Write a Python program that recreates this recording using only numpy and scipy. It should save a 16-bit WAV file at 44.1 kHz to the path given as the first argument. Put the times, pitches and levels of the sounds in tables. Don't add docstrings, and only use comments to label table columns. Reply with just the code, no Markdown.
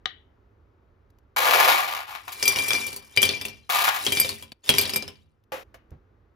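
import sys
import numpy as np
from scipy import signal
from scipy.fft import rfft, irfft, next_fast_len
from scipy.io import wavfile
from scipy.ndimage import uniform_filter1d

SR = 44100
rng = np.random.default_rng(int(sys.argv[2]) if len(sys.argv) > 2 else 0)


def dump_mix(stems):
    frames = np.atleast_2d(stems).T
    limited = np.clip(frames, -1, 1)
    pcm = np.round(limited * 32767).astype(np.int16)
    wavfile.write(sys.argv[1], SR, pcm)


N = 280035
TOP_HZ = 15800

# f/Hz, level/dB, undamped t60/s
WALL = [(2358, -4, .23), (4813, 0, .18), (8225, 4, .12), (12556, 3, .12)]
# f/Hz, level/dB, undamped t60/s
OVERTONES = [(2361, -13, .65), (3510, -4, .14), (5750, -2, .15), (8785, -6, .11), (9430, -5, .14),
             (11010, -7, .16), (13113, -9, .09), (15480, -10, .09)]
# f/Hz, level/dB
RATTLE = [(600, -41.5), (1800, -5.5), (3100, -1.5), (4000, -10.5), (5000, -1.5), (7000, -13), (9500, -6.5),
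          (16000, -48)]
# f/Hz, level/dB
SCRAPE = [(3000, -27), (6000, -9), (8500, 8.5), (11000, -3.5), (13000, -5.5), (15700, -11)]
# f/Hz, level/dB
KNOCK = [(30, -36.5), (85, 4.5), (180, -6.5), (410, 3), (620, 0.5), (1000, -4), (1800, -9.5), (3000, -1.5),
         (8000, -51)]
# f/Hz, level/dB
CLATTER = [(300, -41), (550, -15.5), (760, 1.5), (1100, 5), (1400, -3), (1700, -2.5), (2000, -5),
           (2400, -8), (3300, -11), (4200, -17), (6000, -26.5), (12000, -50.5)]
# first slide t/s, full movement t/s, settling starts t/s,
# relative rattle, scrape, scoop drumming and wall singing levels/dB, settling rate/(dB/s)
TIPS = [(2.256, 2.5, 2.752, -35.5, -39, -39, -35.5, 79), (3.149, 3.233, 3.297, -33, -49, -53, -41, 98.5),
        (3.903, 4.055, 4.267, -35, -39, -56, -53, 146.5),
        (4.632, 4.699, 4.86, -32.5, -42.5, -48.5, -48, 116)]


def amp(db):
    return 10 ** (np.asarray(db) / 20)


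def unit(x):
    return x / np.sqrt(np.mean(x ** 2) + 1e-20)


def along(points, hz):
    f, v = np.transpose(points)
    return np.interp(np.log(hz + 1), np.log(f + 1), v)


def gains(tables):
    t = np.arange(N) / SR
    curves = []
    for table in tables:
        s, db = np.transpose(table)
        inside = (t >= s[0]) * (t <= s[-1])
        curves.append(amp(np.interp(t, s, db)) * inside)
    return np.array(curves)


def filtered(x, response):
    m = next_fast_len(N + 8192)
    return irfft(rfft(x, m) * response(np.fft.rfftfreq(m, 1 / SR)), m)[..., :N]


def add(track, s, sound):
    part = track[..., round(s * SR):][..., :sound.shape[-1]]
    part += sound[..., :part.shape[-1]]


def spread(pair, spectrum):
    # f/Hz, left-right correlation
    alike = [(60, 0.95), (280, 0.93), (700, 0.062), (1500, 0.1), (3000, 0.43), (6000, 1)]

    def mid_side_gains(hz):
        turn = np.arccos(np.clip(along(alike, hz), -1, 1)) / 2
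        return amp(along(spectrum, hz)) * [np.cos(turn), np.sin(turn)]

    mid, side = filtered(pair, mid_side_gains)
    return unit(np.array([mid + side, mid - side]))


def noise(spectrum):
    return spread(rng.standard_normal((2, N)), spectrum)


def bursts(times, dbs, t60):
    power, t = np.zeros(N), np.arange(SR // 2) / SR
    fade = amp(-60 * t / t60) ** 2
    for s, db in zip(times, dbs):
        add(power, s, amp(db) ** 2 * fade)
    return np.sqrt(power)


def contacts(rate, scatter_db, t60):
    hits = rng.random(N) < rate / SR
    sizes = hits * amp(scatter_db * np.clip(rng.standard_normal(N), -2, 2))
    power = signal.lfilter([1], [1, -amp(-60 / (t60 * SR)) ** 2], sizes ** 2)
    return unit(np.sqrt(power) * rng.standard_normal((2, N)))


def tinkles(pitch_hz, width, t60, count):
    starts = rng.integers(N, size=(count, 1))
    pitch, size = rng.standard_normal((2, count, 1))
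    age = np.arange(int(t60 * SR) + 1)
    hz = np.minimum(pitch_hz * np.exp(width * pitch), TOP_HZ)
    fade = amp(3.1 * size) * amp(-60 * age / len(age))
    blips = fade * np.sin(np.float32(2 * np.pi * hz / SR * age))
    return unit(np.bincount((starts + age).ravel(), blips.ravel(), N)[:N])


def ring(modes, dbs, scatter_db, damping=1):
    hz, level, t60 = np.transpose(modes)
    size, detune, sign = rng.standard_normal((3, len(hz)))
    gain = np.sign(sign) * amp(level + dbs + scatter_db * size)
    pitch, life = hz + (4 + 0.001 * hz) * detune, t60 / damping
    t = np.arange(int(min(life.max(), .6) * SR) + 1, dtype=np.float32) / SR
    sound = np.zeros(len(t))
    for g, f, span in zip(gain.tolist(), pitch.tolist(), life.tolist()):
        u = t[:int(span * SR)]
        decay = np.exp(-float(np.log(1000)) / span * u)
        sound[:len(u)] += g * decay * np.sin(2 * np.pi * f * u)
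    return sound


def handling():
    # f/Hz, level/dB
    cap = [(150, -12), (700, -16), (1900, -2.5), (2400, -17), (3100, 4.5), (4400, -2.5), (5700, -20.5),
           (7000, -17.5), (8500, -48), (16000, -68.5)]
    # f/Hz, level/dB
    lid = [(60, -23), (250, -17.5), (500, -1.5), (1300, -8), (2400, -11.5), (4500, -22), (12500, -24),
           (16000, -33.5)]
    # f/Hz, level/dB
    carton = [(30, -6), (100, 0), (200, -12), (1000, -29), (9000, -66)]
    # f/Hz, level/dB, t60/s
    cap_modes = [(749.5, -37, 0.11), (1240, -31.5, 0.076), (1874, -38, 0.076), (2970, -26.5, .03)]
    # f/Hz, level/dB, t60/s
    lid_modes = [(538, -31, 0.28), (840, -31.5, 0.15), (1155, -37, 0.2)]
    snap_s, shut_s = .0572, 5.520

    def blow(s, db, t60, colour):
        return bursts([s], [db], t60) * noise(colour)

    snap = blow(snap_s, -13.5, 0.014, cap)
    shut = blow(shut_s, -31, 0.34, lid)
    tap = blow(5.743, -42.5, 0.078, lid)
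    bump = blow(5.917, -38, 0.22, carton)
    add(snap, snap_s, ring(cap_modes, 0, scatter_db=1))
    add(shut, shut_s, ring(lid_modes, 0, scatter_db=1))
    return snap * amp([[2], [-2]]), shut, tap, bump


def ticks():
    # t/s, level/dB
    moments = [(1.1028, -62), (1.186, -61), (5.4383, -66.5), (5.9065, -59)]
    # f/Hz, level/dB
    colour = [(500, 1), (2000, -5), (4000, -4.5), (7000, -5.5), (13000, -6), (16000, -22)]
    return bursts(*np.transpose(moments), t60=0.024) * noise(colour)


def dig():
    # t/s, level/dB
    effort = [
        [(1.363, -26), (1.511, -18.5), (1.673, -20), (1.687, -17.5), (1.873, -32), (1.947, -28), (2.065, -48),
         (2.099, -36.5), (2.26, -61.5)],
        [(3.693, -26), (3.707, -25.5), (3.855, -25), (3.863, -29), (3.891, -23.5), (3.905, -35), (3.979, -31),
         (4.027, -46), (4.06, -49)],
    ]
    # boom/dB, crunch/dB
    strokes = [(-7.5, -5.5), (-12.5, -1)]
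    # t/s, relative clatter/dB, relative crunch/dB
    topples = [(1.363, -25, -30), (1.384, -15.5, -23.5), (1.506, -14.5, -25.5), (1.601, -10.5, -20.5),
               (1.677, -11.5, -25), (1.711, -13, -35), (2.151, -23.5, -42.5), (2.279, -25, -38.5),
               (2.321, -35.5, -32), (3.818, -18, -22.5), (3.879, -9.5, -39)]
    # f/Hz, width/Hz, level/dB
    bin_modes = [(720, 25, -3), (800, 35, -1), (890, 25, 1), (1015, 22, 1), (1100, 18, 2), (1227, 27, 1),
                 (1428, 25, 0), (1655, 32, 2), (1900, 90, -7), (2250, 140, -6)]
    # f/Hz, level/dB
    boom_colour = [(60, -44.5), (180, -33), (330, -8.5), (550, 5.5), (720, 3.5), (1000, -16.5),
                   (3000, -51.5)]
    # f/Hz, level/dB
    crunch_colour = [(1000, -17.5), (1600, -5), (2400, -7.5), (4000, 0), (5600, -4), (8500, 1.5),
                     (12800, 0), (15700, -8)]
    hard_push_db = -19
    boom_grows, crunch_grows = 1.8, 1.106

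    push = gains(effort) / amp(hard_push_db)
    deep, shallow = amp(hard_push_db + np.transpose(strokes))
    boom = deep @ push ** boom_grows
    clatter = amp(hard_push_db) * push.sum(axis=0)
    crunch = shallow @ push ** crunch_grows
    s, clatter_db, crunch_db = np.transpose(topples)
    clatter = np.hypot(amp(0.5) * clatter, bursts(s, clatter_db - 7.0, t60=0.13))
    crunch = np.hypot(amp(-1) * crunch, bursts(s, crunch_db, t60=0.11))

    grind = contacts(rate=1000, scatter_db=3.5, t60=.022)
    phases = np.exp(2j * np.pi * rng.random((len(bin_modes), 2, 1)))

    def walls(f):
        response = 0
        for turn, (centre, width, db) in zip(phases, bin_modes):
            loss = 1j * f * width
            response = response + turn * amp(db) * loss / (centre * centre - f * f + loss)
        return response

    drumming = unit(filtered(grind[0], walls))
    body = amp(-1.5) * spread(grind, CLATTER) + amp(-4.5) * drumming
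    return amp(-3) * boom * noise(boom_colour) + clatter * body + crunch * spread(grind, crunch_colour)


def stir(t, start, full, settle, fall):
    swell_db = 22
    swell = swell_db * np.minimum(t - full, 0) / max(full - start, .01)
    return swell - fall * np.maximum(t - settle, 0)


def jostle():
    rubbed = [3, -5.5, -13.5, -14.5]
    sing_fades = 1.1
    t = np.arange(N) / SR
    levels = 0
    for start, full, settle, *dbs, fall in TIPS:
        movement_db = np.outer([1, 1, 1, sing_fades], stir(t, start, full, settle, fall))
        levels = levels + amp(np.c_[dbs] + movement_db)
    rattle, scrape, drum, sing = levels

    touches = contacts(rate=600, scatter_db=3, t60=.014)
    blips = tinkles(pitch_hz=4200, width=.3, t60=.04, count=1600)
    cubes = amp(-3) * blips + amp(-5) * spread(touches, RATTLE)
    low_overtones = [mode for mode in OVERTONES if mode[0] < 10000]
    wall = ring(WALL + low_overtones, rubbed + [-7] * len(low_overtones), scatter_db=-1)
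    singing = signal.fftconvolve(sing * touches[0], wall / np.linalg.norm(wall))[:N]
    plastic = drum * spread(contacts(rate=200, scatter_db=3, t60=0.023), CLATTER)
    rattling = rattle * (amp(-1.0) * cubes + amp(-8.5) * noise(KNOCK))
    scraping = amp(4.5) * scrape * spread(touches, SCRAPE)
    return plastic + rattling + scraping + singing


def nudges(count):
    level_db, scatter_db, settle_s = -3.5, 2.5, 0.3
    hard_db, wall_db, typical_hz = -15.5, -12, 4320
    rows = []
    for start, full, settle, rattle_db, *_, fall in TIPS:
        slots = (np.arange(count) + rng.random(count)) / count
        times = full + slots * (settle + settle_s - full)
        draws = np.clip(rng.standard_normal((count, 3)), -2, 2)
        for s, (size, hard, pitch) in zip(times, draws):
            db = rattle_db + stir(s, start, full, settle, fall) + level_db + scatter_db * size
            pitch_hz = typical_hz * np.exp(.2 * pitch)
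            rows.append((s, db, hard_db + scatter_db * hard, db + wall_db, pitch_hz))
    return rows


def cube(pitch_hz, width, t60, others_db, count):
    others = pitch_hz * np.exp(width * rng.standard_normal(count))
    return [(pitch_hz, 0, t60)] + [(min(hz, TOP_HZ), others_db, t60 / 2) for hz in others]


def drops():
    # t/s, relative clack/dB, hardness (splinter over clack)/dB, wall ring/dB, cube f/Hz
    landed = [(2.427, -22, -5.5, -32.5, 5235), (2.455, -32, 2, -30.5, 3227),
              (2.4784, -20.5, 1.5, -19, 5950), (2.5602, -25, -11.5, -36.5, 2840),
              (2.587, -25.5, -9.5, -29, 3180), (2.683, -38, 8, -41.5, 5800), (2.7063, -24, -24, -29, 3420),
              (2.733, -23, -18.5, -31, 6000), (2.751, -29, -22, -30, 4270), (2.814, -37, -17, -35, 5510),
              (2.866, -44, 12, -61.5, 5770), (2.879, -37.5, -2, -57, 4540), (2.9289, -40, 0.5, -60.5, 4580),
              (2.9626, -43.5, 8.5, -62, 4520), (3.1636, -35, -2.5, -49.5, 4330),
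              (3.1741, -21, -20.5, -14, 3000), (3.218, -28.5, 5, -40.5, 6100),
              (3.2293, -16.5, -4, -27, 3270), (3.253, -28.5, 0.5, -38.5, 3060),
              (3.2909, -22.5, -21.5, -37, 3510), (3.336, -45.5, -38, -30.5, 3480),
              (3.413, -33.5, -10, -38, 3480), (3.452, -33, 0, -48, 2770), (3.4836, -40.5, -5.5, -56, 5580),
              (4.0655, -19, -12, -46, 3265), (4.1216, -23.5, -3.5, -32.5, 3190),
              (4.1717, -26, -10.5, -29.5, 3510), (4.1996, -37, 12, -30.5, 3030),
              (4.214, -35, -5.5, -24.5, 3080), (4.248, -30.5, -10.5, -38.5, 3550),
              (4.2916, -30.5, -2, -48.5, 4500), (4.425, -44.5, 1, -60, 3320),
              (4.5194, -44, -9, -61.5, 4550), (4.6913, -12.5, -7, -30.5, 3290),
              (4.7396, -27, -14, -39, 3210), (4.7835, -21, 1, -23.5, 4390), (4.812, -33, 3, -30.5, 4440),
              (4.8945, -32, -3.5, -44, 4490), (4.9358, -30, -4, -39.5, 5160), (4.96, -27, -1, -29.5, 5070),
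              (5.0242, -35.5, -9, -56, 5060), (5.079, -39, -10, -58, 5270)]
    # f/Hz, level/dB, t60/s
    counter = [(75, -19.5, 0.89), (92.5, -6.5, 0.32), (144, -5, 0.28), (217, -6, 0.37), (272.5, -4.5, 0.25),
               (403.7, 1.5, 0.22), (534, 2, 0.092), (690, -7, 0.071), (875, -20.5, 0.038), (1013, -4, 0.23),
               (1619, -14.5, 0.056), (1746, -7, 0.05)]
    struck = [2.1, -1.2, 2.8, 1.87]
    # t/s, top wall mode over lowest/dB
    rim = [(2.4, -10.5), (5, -2)]
    # t/s, relative thump/dB
    thump_curve = [(2.4, -21), (4.7, -17)]
    thump_grows = 0.71
    rebound_s, rebound_db = 0.0084, -8.5
    width_db = -2

    glass, foot = np.zeros((2, N)), np.zeros(N)
    landings = np.array(landed + nudges(count=9))
    s, clack_db, hard_db = landings.T[:3]
    thumps = np.interp(s, *np.transpose(thump_curve)) + thump_grows * clack_db
    rebounds = s + rebound_s * (.5 + rng.random(len(landings)))
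    octaves = np.log2([hz / WALL[0][0] for hz, _, _ in WALL])
    for (at, clack, hard, ring_db, pitch_hz), thump_db, again in zip(landings, thumps, rebounds):
        tilt_db = hard + np.interp(at, *np.transpose(rim))
        wall_db = ring_db + np.array(struck) + tilt_db * octaves / octaves[-1]
        packed = np.interp(at, [2.4, 5], [.8, 1.7])
        pressed = np.interp(max(wall_db), [-26, -17], [1, 2])
        add(glass, at, amp(6.5) * ring(WALL, wall_db, scatter_db=2.5, damping=packed * pressed))
        overtones = ring(OVERTONES, clack + hard / 2, scatter_db=2.5, damping=packed)
        add(glass, at, amp(-11.5) * overtones / packed ** 2)
        ice = cube(pitch_hz, width=.25, t60=0.056, others_db=-6, count=4)
        for when, db in (at, clack), (again, clack + rebound_db):
            common = amp(1.0) * ring(ice, db, scatter_db=3.5)
            opposed = np.outer([1, -1], ring(ice, db + width_db, scatter_db=3.0))
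            add(glass, when, common + opposed)
        add(foot, at, amp(-6.5) * ring(counter, thump_db, scatter_db=4))

    both_contacts_db = np.r_[clack_db, clack_db + rebound_db]
    crack = bursts(np.r_[s, rebounds], both_contacts_db + 7, t60=0.01) * noise(RATTLE)
    splinters = bursts(s, clack_db + hard_db + 6, t60=0.071) * noise(SCRAPE)
    knock = bursts(s, thumps + 3, t60=0.14) * noise(KNOCK)
    touches = tinkles(pitch_hz=3504, width=0.13, t60=0.0073, count=3000)
    chatter = bursts(s, clack_db - 11, t60=0.1) * touches
    return glass + foot + crack + splinters + knock + chatter


def kitchen(x):
    # f/Hz, t60/s
    decay = [(100, 1), (500, 0.11), (3000, 0.34), (7000, 0.098), (15000, 0.074)]
    hz, t, z = signal.stft(rng.standard_normal((2, SR // 2)), SR, nperseg=256)
    fade = amp(-60 * t / along(decay, hz)[:, None])
    tail = signal.istft(z * fade, SR, nperseg=256)[1]
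    tail = np.pad(tail, ((0, 0), (round(0.0037 * SR), 0)))
    return signal.fftconvolve(x, tail / np.linalg.norm(tail[0]), axes=1)[:, :N]


def quiet_kitchen():
    # f/Hz, level/dB
    colour = [(25, -13.5), (55, -2), (105, -4.5), (150, -19), (400, -15), (650, -24), (1300, -25.5),
              (2700, -41), (7000, -55), (15000, -60.5)]
    # t/s, relative level/dB
    level = [(0, -56.5), (4.4, -62.5), (4.6, -65.5), (5.4, -64.5), (5.7, -56), (6.35, -59)]
    return amp(-2) * gains([level])[0] * noise(colour)


def breaks(depth_db):
    spans = [(4.531, 4.635), (5.636, 5.738)]
    t = np.arange(N) / SR
    inside = sum((t > start) * (t < end) * 1. for start, end in spans)
    return amp(depth_db * uniform_filter1d(inside, size=400))


def scene():
    glass, scoop = drops() + jostle(), dig()
    snap, shut, tap, bump = handling()
    echo = kitchen(amp(-11.5) * glass + amp(-9.5) * scoop + amp(-13) * snap + amp(-11.5) * (shut + tap))
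    hush = quiet_kitchen()
    sources = glass + scoop + snap + shut + tap + bump
    return breaks(depth_db=-21.5) * (sources + echo) + ticks() + hush


def record(dry):
    # f/Hz, left minus right level/dB
    left = [(60, -3.5), (380, -1), (700, 1), (1300, 2.5), (2400, 7), (4500, 4), (6000, 1), (13000, 0)]
    # f/Hz, phase lead of the left port/rad
    lead = [(1800, 0), (3100, 1), (4100, .4), (5200, .4), (5700, -1), (6700, -1), (7600, -2.7),
            (8250, -2.95), (8900, -3.2), (10300, -4), (12700, -2 * np.pi)]
    mid, side = (dry[0] + dry[1]) / 2, (dry[0] - dry[1]) / 2
    side = filtered(side, lambda hz: amp(along([(5500, -0.5), (8000, -9.5)], hz)))

    def port_responses(hz):
        half = np.log(amp(along(left, hz))) / 2 + .5j * along(lead, hz)
        return np.exp([half, -half])

    ports = filtered(np.array([mid + side, mid - side]), port_responses)
    ports = signal.sosfilt(signal.butter(2, 36, "highpass", fs=SR, output="sos"), ports)
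    ports = ports / (1 + (ports / .82) ** 6) ** (1 / 6)
    return filtered(ports, lambda hz: 1 / (1 + (hz / TOP_HZ) ** 300))


dry = scene()
out = record(dry)
dump_mix(out)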